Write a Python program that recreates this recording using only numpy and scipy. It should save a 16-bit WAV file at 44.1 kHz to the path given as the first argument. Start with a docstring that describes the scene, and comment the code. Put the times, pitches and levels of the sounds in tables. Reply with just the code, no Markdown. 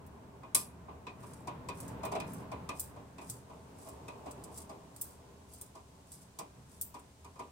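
"""In a workshop, a hand tap in a T-handle wrench is turned into a car's sheet-metal cross member, heard close up.
The loose handle bar clicks against its stop: short noise bursts through the wrench's steel resonances.
The tap catches and knocks in its hole: a scrape and shank ring in filtered noise, then struck panel modes.
At each new grip the bar slides with a gritty hiss: noise driven by the bar's speed and small random catches.
Behind it a distant rumble, like traffic, swells and fades in coloured noise, over a deep drone and faint hiss."""
import sys
import numpy as np
from scipy import signal
from scipy.fft import rfft, irfft
from scipy.io import wavfile
from scipy.ndimage import uniform_filter1d

SR = 44100
rng = np.random.default_rng(int(sys.argv[2]) if len(sys.argv) > 2 else 0)


def materialize(psi):
    """Save the field psi as 16-bit PCM at rate SR to the path in sys.argv[1].

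    A 1-D psi becomes a single channel; in a 2-D psi each row is a channel.
    """
    bounded = np.clip(np.atleast_2d(psi).T, -1, 1)
    quanta = np.round(bounded * 32767).astype(np.int16)
    wavfile.write(sys.argv[1], SR, quanta)


N = 331191  # length in samples
RING = np.arange(20000) / SR  # time axis of one blow, s


# Clicks of the steel handle bar against its stop.
# Each row: start in seconds, relative level in dB, pitch in Hz, brightness in dB.
CLICKS = [(.064, -65.5, 9000, -1), (.547, -23.5, 10200, -16), (1.334, -58, 9100, -17),
          (1.802, -48.5, 9600, -11), (1.878, -53.5, 8400, -12), (2.05, -51, 9000, -3),
          (2.333, -54, 9000, -1), (2.796, -37, 8560, -4), (3.298, -41.5, 8200, -10),
          (3.887, -54.5, 8800, -10), (4.31, -53, 8400, -13), (4.438, -51.5, 8400, -13),
          (4.575, -47.5, 8600, -11), (4.618, -57, 8500, -13), (4.962, -54, 8900, -10),
          (5.012, -38.5, 8600, -0.5), (5.535, -55, 8900, -7), (5.612, -46.5, 8750, -5),
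          (6.118, -52.5, 8900, -9), (6.388, -53.5, 9000, -6), (6.812, -38.5, 8250, 1),
          (6.993, -62.5, 8900, -14)]
# Resonances of the steel wrench. Each row: centre in Hz, width in Hz, peak in dB.
WRENCH_RESONANCES = [(3434, 130, 8.5), (3980, 80, 9), (4660, 88, 7.5), (4690, 80, 6), (5070, 72, 11.5),
                     (5676, 130, 9), (6320, 64, 6), (6450, 70, 4), (6810, 40, 8.5), (7610, 140, 9.5),
                     (7860, 45, 9), (8443, 80, 10), (8560, 54, 8.5), (8890, 170, 8), (9260, 49, 9),
                     (9900, 51, 7.5), (10170, 60, 1), (10480, 48, -0.5), (11160, 110, 4), (11100, 90, 8),
                     (14500, 1300, 8)]


def clicks():
    """The bar meets its stop and rebounds once; louder clicks are given a relatively stronger tail."""
    bounce_s, bounce_db = 0.006, -7
    left_over_right_db = 0.1
    out = np.zeros((2, N))
    for start, level_db, hz, bright_db in CLICKS:
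        body_db = -17.5 - 0.48 * bright_db  # the brighter a click, the less body it has
        colour = [(500, body_db - 24), (1800, body_db - 10.5), (4500, body_db - 2),
                  (0.65 * hz, body_db / 2 - 5), (hz, 0), (1.17 * hz, -3),
                  (12800, bright_db + 0.5), (15500, bright_db)]
        tail_db = -13.5 + 0.29 * (level_db + 39.5)
        blow = dying(rise=0.0005, t60=0.052, tail_db=tail_db, tail_t60=0.23)
        rebound = gain_of(bounce_db) * np.interp(RING - bounce_s, RING, blow, left=0)
        burst = noise(colour, len(RING)) * np.hypot(blow, rebound) * chatter(depth_db=2.5)
        ring = evened(resonant(burst, WRENCH_RESONANCES), seconds=0.013)
        loudness = gain_of(level_db) * np.hypot(1, gain_of(bright_db))  # bright clicks come out louder
        add(out, start, loudness * ring)
    balance = gain_of([[left_over_right_db / 2], [-left_over_right_db / 2]])
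    return out * gain_of(2.1) * balance


# Knocks of the tap in its hole. Each row: start in seconds, relative level in dB,
# pitch of the panel's ring in Hz, hardness from 0 to 1, scrape level in dB.
KNOCKS = [(.43, -53.5, 1054, 0.5, -74), (.547, -43, 1120, 1, -41.5), (0.879, -51.5, 880, 0.12, -85),
          (1.066, -49, 990, .95, -65), (1.229, -54.5, 1000, 0.3, -64.5), (1.471, -42, 890, 0.38, -53),
          (1.686, -44, 1050, 0.82, -49), (2.03, -42, 856, 0.38, -55.5), (2.05, -42.5, 820, 0.5, -52),
          (2.115, -39, 810, 0.17, -51.5), (2.149, -37.5, 695, 0.35, -52.5), (2.2, -46.5, 830, 0.96, -50),
          (2.514, -43.5, 810, 0.41, -58), (2.689, -42.5, 1110, 0.86, -47.5), (2.958, -53.5, 780, .1, -72),
          (3.181, -54, 890, 0.88, -63), (3.211, -53.5, 885, 0.3, -62), (3.494, -55.5, 870, 0.16, -74),
          (3.861, -53.5, 760, .02, -64), (4.08, -49.5, 880, .8, -57), (4.256, -47, 725, 0.1, -61.5),
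          (4.69, -50, 810, 0.17, -59), (5.749, -53.5, 910, 0.14, -61.5), (6.386, -46.5, 885, 0.38, -45.5),
          (6.94, -49, 970, 0.28, -57.5), (7.243, -55.5, 990, 0.4, -61), (7.354, -59, 1000, 0.4, -73),
          (7.39, -45.5, 990, 0.29, -58)]
# Ringing modes of the panel. Each row: pitch in Hz, relative level in dB, t60 in seconds.
PANEL_MODES = [(277, -5.5, .3), (394.4, 1.5, .25), (437, 4, 0.28), (590, -2, 0.4), (649.5, 4.5, 0.16),
               (727.5, -4.5, 0.14), (786, -12.5, 0.39), (829, -3.5, 0.13), (914, -8.5, 0.084),
               (968, 0, 0.22), (1000, -3.5, 0.2), (1079, -0.5, 0.2), (1027, -4, 0.23), (1184, -1.5, 0.25),
               (1207, 1.5, 0.11), (1480, -6, 0.19)]
# Resonances of the tap's shank in the panel. Each row: centre in Hz, width in Hz, peak in dB.
SHANK_RESONANCES = [(2000, 130, 3.5), (2467, 140, 13.5), (2880, 230, -8), (3620, 180, 6.5), (4020, 130, 7)]
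# Hollow resonances of the engine bay. Each row: centre in Hz, width in Hz, peak in dB.
BAY_RESONANCES = [(120.2, 13, 5.5), (172, 16, 3), (276.6, 13.4, 7.5), (398.5, 22, 7.5), (464.5, 24, 4.5),
                  (646, 34, 5.5), (792, 8, -0.5), (888, 22, 6), (1019, 24, 5.5), (1020, 7.3, -2.5)]
# Colour of the panel's thud. Each row: frequency in Hz, relative level in dB per Hz.
THUD_COLOUR = [(60, -23), (130, -9), (340, -3), (500, -7), (700, -6), (1150, -7), (1350, -15.5),
               (1800, -27), (2600, -18.5), (4000, -29.5), (8000, -63)]
# Colour of the tap's scrape. Each row: frequency in Hz, relative level in dB per Hz.
SCRAPE_COLOUR = [(600, -22.5), (1800, -16.5), (3000, -4), (5500, 3), (9000, 3.5), (10500, -4), (14000, -8),
                 (16000, -17.5)]
# Softest and hardest knock, as a pair: rise in seconds.
KNOCK_RISE_S = (0.01, .0008)
# Softest and hardest knock, as a pair: shank level in dB relative to the knock.
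SHANK_DB = (-20, -1.5)
# Softest and hardest knock, as a pair: centre of the shank's ring in Hz.
SHANK_HZ = (2240, 2690)


def knocks():
    """The tap catches: scrape first, then the shank's ring, then the panel's slower bending waves."""
    out = np.zeros((2, N))
    for start, level_db, panel_hz, hardness, scrape_db in KNOCKS:
        # A harder knock rises faster and rings the shank louder and higher.
        rise = np.exp(np.interp(hardness, [0, 1], np.log(KNOCK_RISE_S)))
        shank_db = level_db + np.interp(hardness, [0, 1], SHANK_DB)
        shank_hz = np.interp(hardness, [0, 1], SHANK_HZ)

        scrape = noise(SCRAPE_COLOUR, len(RING)) * dying(rise, t60=0.044, tail_db=-17, tail_t60=0.18)
        scrape = resonant(scrape * chatter(depth_db=2.5), WRENCH_RESONANCES)
        add(out, start, gain_of(scrape_db) * evened(scrape, seconds=0.017))

        band = [(0.31 * shank_hz, -25), (0.96 * shank_hz, -4), (shank_hz, 0),
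                (1.02 * shank_hz, -8), (3.0 * shank_hz, -26), (16000, -50)]
        shank = noise(band, len(RING)) * dying(rise, t60=0.17, tail_db=-20, tail_t60=0.61)
        shank = resonant(shank, SHANK_RESONANCES)
        add(out, start + 0.00082, gain_of(shank_db) * evened(shank, seconds=0.039))

        thud = noise(THUD_COLOUR, len(RING)) * dying(rise + 0.0055, t60=0.13, tail_db=1.5, tail_t60=0.3)
        thud = evened(resonant(thud, BAY_RESONANCES), seconds=0.04)
        ring = modes(PANEL_MODES, panel_hz, octaves=0.31, rise=rise + 0.00084, uneven_db=1.5)
        panel = gain_of(-2.0) * ring + gain_of(-3.5) * thud
        add(out, start + 0.00101, gain_of(level_db) * panel)
    return out


# Slides of the handle bar, one at each new grip.
# Each row: start in seconds, length in seconds, relative level in dB.
SLIDES = [(1.156, 0.32, -60), (1.72, .24, -56.5), (2.231, 0.22, -56.5), (2.724, 0.2, -55),
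          (3.182, 0.26, -56), (3.747, 0.25, -59), (4.503, 0.16, -51.5), (4.927, 0.28, -58.5),
          (5.455, 0.26, -58.5), (6.054, 0.23, -57), (6.642, 0.22, -62.5)]
# Colour of the sliding hiss. Each row: frequency in Hz, relative level in dB per Hz.
HISS_COLOUR = [(1000, -20), (3500, -10), (5500, -2), (8500, 4), (11000, 1.5), (13000, -5), (15500, -10)]


def slides():
    """The bar hisses through the wrench, louder with speed, ticking over small catches on its surface."""
    fastest_share = 0.37  # the bar speeds up for this share of a slide, then slows
    catches_per_s, catch_spread_db = 200, 4
    smooth_share = 0.19  # share of the direct hiss power free of catches
    t = np.arange(N) / SR
    speed = np.zeros(N)
    for start, length, level_db in SLIDES:
        speed += gain_of(level_db) * np.interp((t - start) / length, [0, fastest_share, 1], [0, 1, 0])
    strength = gain_of(catch_spread_db * np.minimum(rng.exponential(1, N), 2.5))
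    catches = (rng.random(N) < catches_per_s / SR) * strength
    grit = signal.oaconvolve(catches ** 2, np.exp(-RING / 0.0025))[:N].clip(0)
    power = speed ** 2 * (smooth_share + (1 - smooth_share) * grit / grit.mean())
    tail = gain_of(-120 * RING / 0.16)  # as power: 60 dB down in 0.16 s
    power += 0.62 * signal.oaconvolve(power, tail / tail.sum())[:N].clip(0)  # the bay carries the hiss on
    hiss = evened(resonant(noise(HISS_COLOUR, N), WRENCH_RESONANCES))
    return gain_of(-2.5) * np.sqrt(power) * hiss


# Colour of the distant rumble. Each row: frequency in Hz, relative level in dB per Hz.
RUMBLE_COLOUR = [(50, -30.5), (80, -13), (110, 1), (180, -1), (250, -3), (340, -18.5), (600, -27.5),
                 (1100, -19), (1500, -19), (2500, -30.5), (4000, -37.5), (9000, -55.5)]
# Colour of the distant roar. Each row: frequency in Hz, relative level in dB per Hz.
ROAR_COLOUR = [(100, -19), (280, -1.5), (340, -0.5), (420, -0.5), (520, -1.5), (650, -2.5), (1080, -2.5),
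               (1260, -13), (1800, -26), (2450, -19), (3200, -26), (6000, -36)]
# Colour of the room's deep drone. Each row: frequency in Hz, relative level in dB per Hz.
DEEP_COLOUR = [(20, -18), (32, -9), (46, -17), (65, 1.5), (80, 7.5), (100, -8), (140, -15), (300, -45)]
# Colour of the place's faint hiss. Each row: frequency in Hz, relative level in dB per Hz.
AIR_COLOUR = [(300, -2), (1500, -0.5), (3000, -0.5), (5000, -1), (8500, 0.5), (11000, -7.5), (14000, -11.5),
              (16000, -14)]
# Loudness of the faint hiss over time. Each row: time in seconds, level in dB.
AIR_LEVEL = [(1, -73), (2.3, -72.5), (3.8, -67.5), (7.5, -67.5)]


def background():
    """Rumble and roar swell and fade in the hollow engine bay, over the room's deep drone and a faint hiss."""
    t = np.arange(N) / SR
    rumble_db, roar_db = traffic(t)
    deep = gain_of(-60.5 + 0.5 * (rumble_db + 58)) * noise(DEEP_COLOUR, N)  # the drone swells less
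    rumble = evened(resonant(noise(RUMBLE_COLOUR, N), BAY_RESONANCES))
    rumble = rumble * gain_of(rumble_db + 1.0) * waver(depth_db=1.5, seconds=0.11)
    roar = evened(resonant(noise(ROAR_COLOUR, N), BAY_RESONANCES))
    roar = roar * gain_of(roar_db + 2.0) * waver(depth_db=1.2, seconds=0.04)
    air = gain_of(np.interp(t, *np.transpose(AIR_LEVEL))) * noise(AIR_COLOUR, N)
    return deep + rumble + roar + air


# Distant vehicles going by. Each row: nearest moment in seconds, time to pass in seconds,
# relative rumble level in dB, relative roar level in dB.
PASSES = [(2.15, 0.57, -48.5, -53), (4.3, 0.53, -59, -55)]


def traffic(t):
    """Relative rumble and roar in dB: each vehicle nears and recedes over a slowly fading bed."""
    falloff = 1.73  # how steeply a pass fades with distance
    far_rumble_db = -57.5 - 0.84 * t  # traffic farther off, fading in dB per second
    far_roar_db = -60.5 - 1.11 * t
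    power = gain_of([far_rumble_db, far_roar_db]) ** 2
    for nearest, seconds, rumble_db, roar_db in PASSES:
        distance = np.hypot(1, (t - nearest) / seconds)
        power = power + (gain_of([[rumble_db], [roar_db]]) / distance ** falloff) ** 2
    return 10 * np.log10(power)


def dying(rise, t60, tail_db, tail_t60):
    """Envelope of a blow: quick rise, fast fall, then a slower tail."""
    fall = np.hypot(gain_of(-60 * RING / t60), gain_of(tail_db - 60 * RING / tail_t60))
    return (1 - np.exp(-(RING / rise) ** 2)) * fall


def modes(table, centre_hz, octaves, rise, uneven_db):
    """Struck modes as dying sines, strongest near centre_hz, uneven from blow to blow, phased per channel."""
    hz, db, t60 = np.transpose(table)[:, :, None]
    phase, apart, luck = rng.uniform(-0.74, 1, (3, len(hz), 1))
    apart = apart * np.sqrt(np.clip(1 - read(SAME, hz), 0, 1))
    focus = 1 / (1 + (np.log2(hz / centre_hz) / octaves) ** 2)
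    size = gain_of(db + uneven_db * luck - 60 * RING / t60) * focus
    ring = np.array([(size * np.sin(2 * np.pi * hz * RING + np.pi * p)).sum(0)
                     for p in (phase, phase + apart)])
    return evened(ring * (1 - np.exp(-RING / rise)), seconds=0.069)


def chatter(depth_db):
    """Steel on steel makes and breaks contact many times within one blow: a fast random level."""
    return gain_of(depth_db * evened(uniform_filter1d(rng.standard_normal(len(RING)), size=30)))


def waver(depth_db, seconds):
    """A random swell and sag in level, with a new target every so many seconds."""
    knots = np.arange(0, N / SR + seconds, seconds)
    return gain_of(depth_db * np.interp(np.arange(N) / SR, knots, rng.standard_normal(len(knots))))


def resonant(x, table):
    """Passes a sound through a set of resonances, which ring on after it (minimum phase)."""
    hz = np.fft.rfftfreq(16384, 1 / SR)
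    db = sum(peak_db / (1 + ((hz - f) / (width / 2)) ** 2) for f, width, peak_db in table)
    log_gain = np.log(gain_of(np.r_[db, db[-2:0:-1]]))
    ring = np.fft.ifft(np.exp(np.conj(signal.hilbert(log_gain)))).real
    return signal.oaconvolve(x, ring[None], axes=1)[:, :x.shape[1]]


# Left-right likeness of the diffuse sound. Each row: frequency in Hz, correlation from 0 to 1.
SAME = [(40, 0.88), (90, 1), (180, 0.92), (350, 0.78), (700, 0.33), (1400, 0), (3000, 0), (16000, 0.039)]


def noise(spectrum, size):
    """Stereo noise of a given colour, near mono in the bass."""
    hz = np.fft.rfftfreq(size, 1 / SR)
    a, b = rfft(rng.standard_normal((2, size)))
    same = np.clip(read(SAME, hz), -1, 1)
    pair = np.array([a, same * a + np.sqrt(1 - same ** 2) * b])
    return evened(irfft(pair * gain_of(read(spectrum, hz)), size))


def read(points, hz):
    """Reads a rising-frequency table on a log-frequency axis."""
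    f, value = np.transpose(points)
    return np.interp(np.log(hz + 1), np.log(f + 1), value)


def gain_of(db):
    """Turns dB into an amplitude factor."""
    return 10 ** (np.asarray(db) / 20)


def evened(x, seconds=None):
    """Scales to rms 1, over the whole sound or over its first moments."""
    head = x if seconds is None else x[..., :round(seconds * SR)]
    return x / np.sqrt(np.mean(head ** 2) + 1e-20)


def add(mix, s, sound):
    """Adds a stereo sound at time s."""
    part = mix[:, max(round(s * SR), 0):][:, :sound.shape[1]]
    part += sound[:, :part.shape[1]]


def scene():
    """Wrench, panel and workshop together."""
    return clicks() + knocks() + slides() + background()


def record(dry):
    """Band limit: a steep low-pass at 16 kHz."""
    low_pass = signal.firwin(255, 16000, window=("kaiser", 9), fs=SR)
    return signal.oaconvolve(dry, low_pass[None], "same")


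dry = scene()
out = record(dry)
materialize(out)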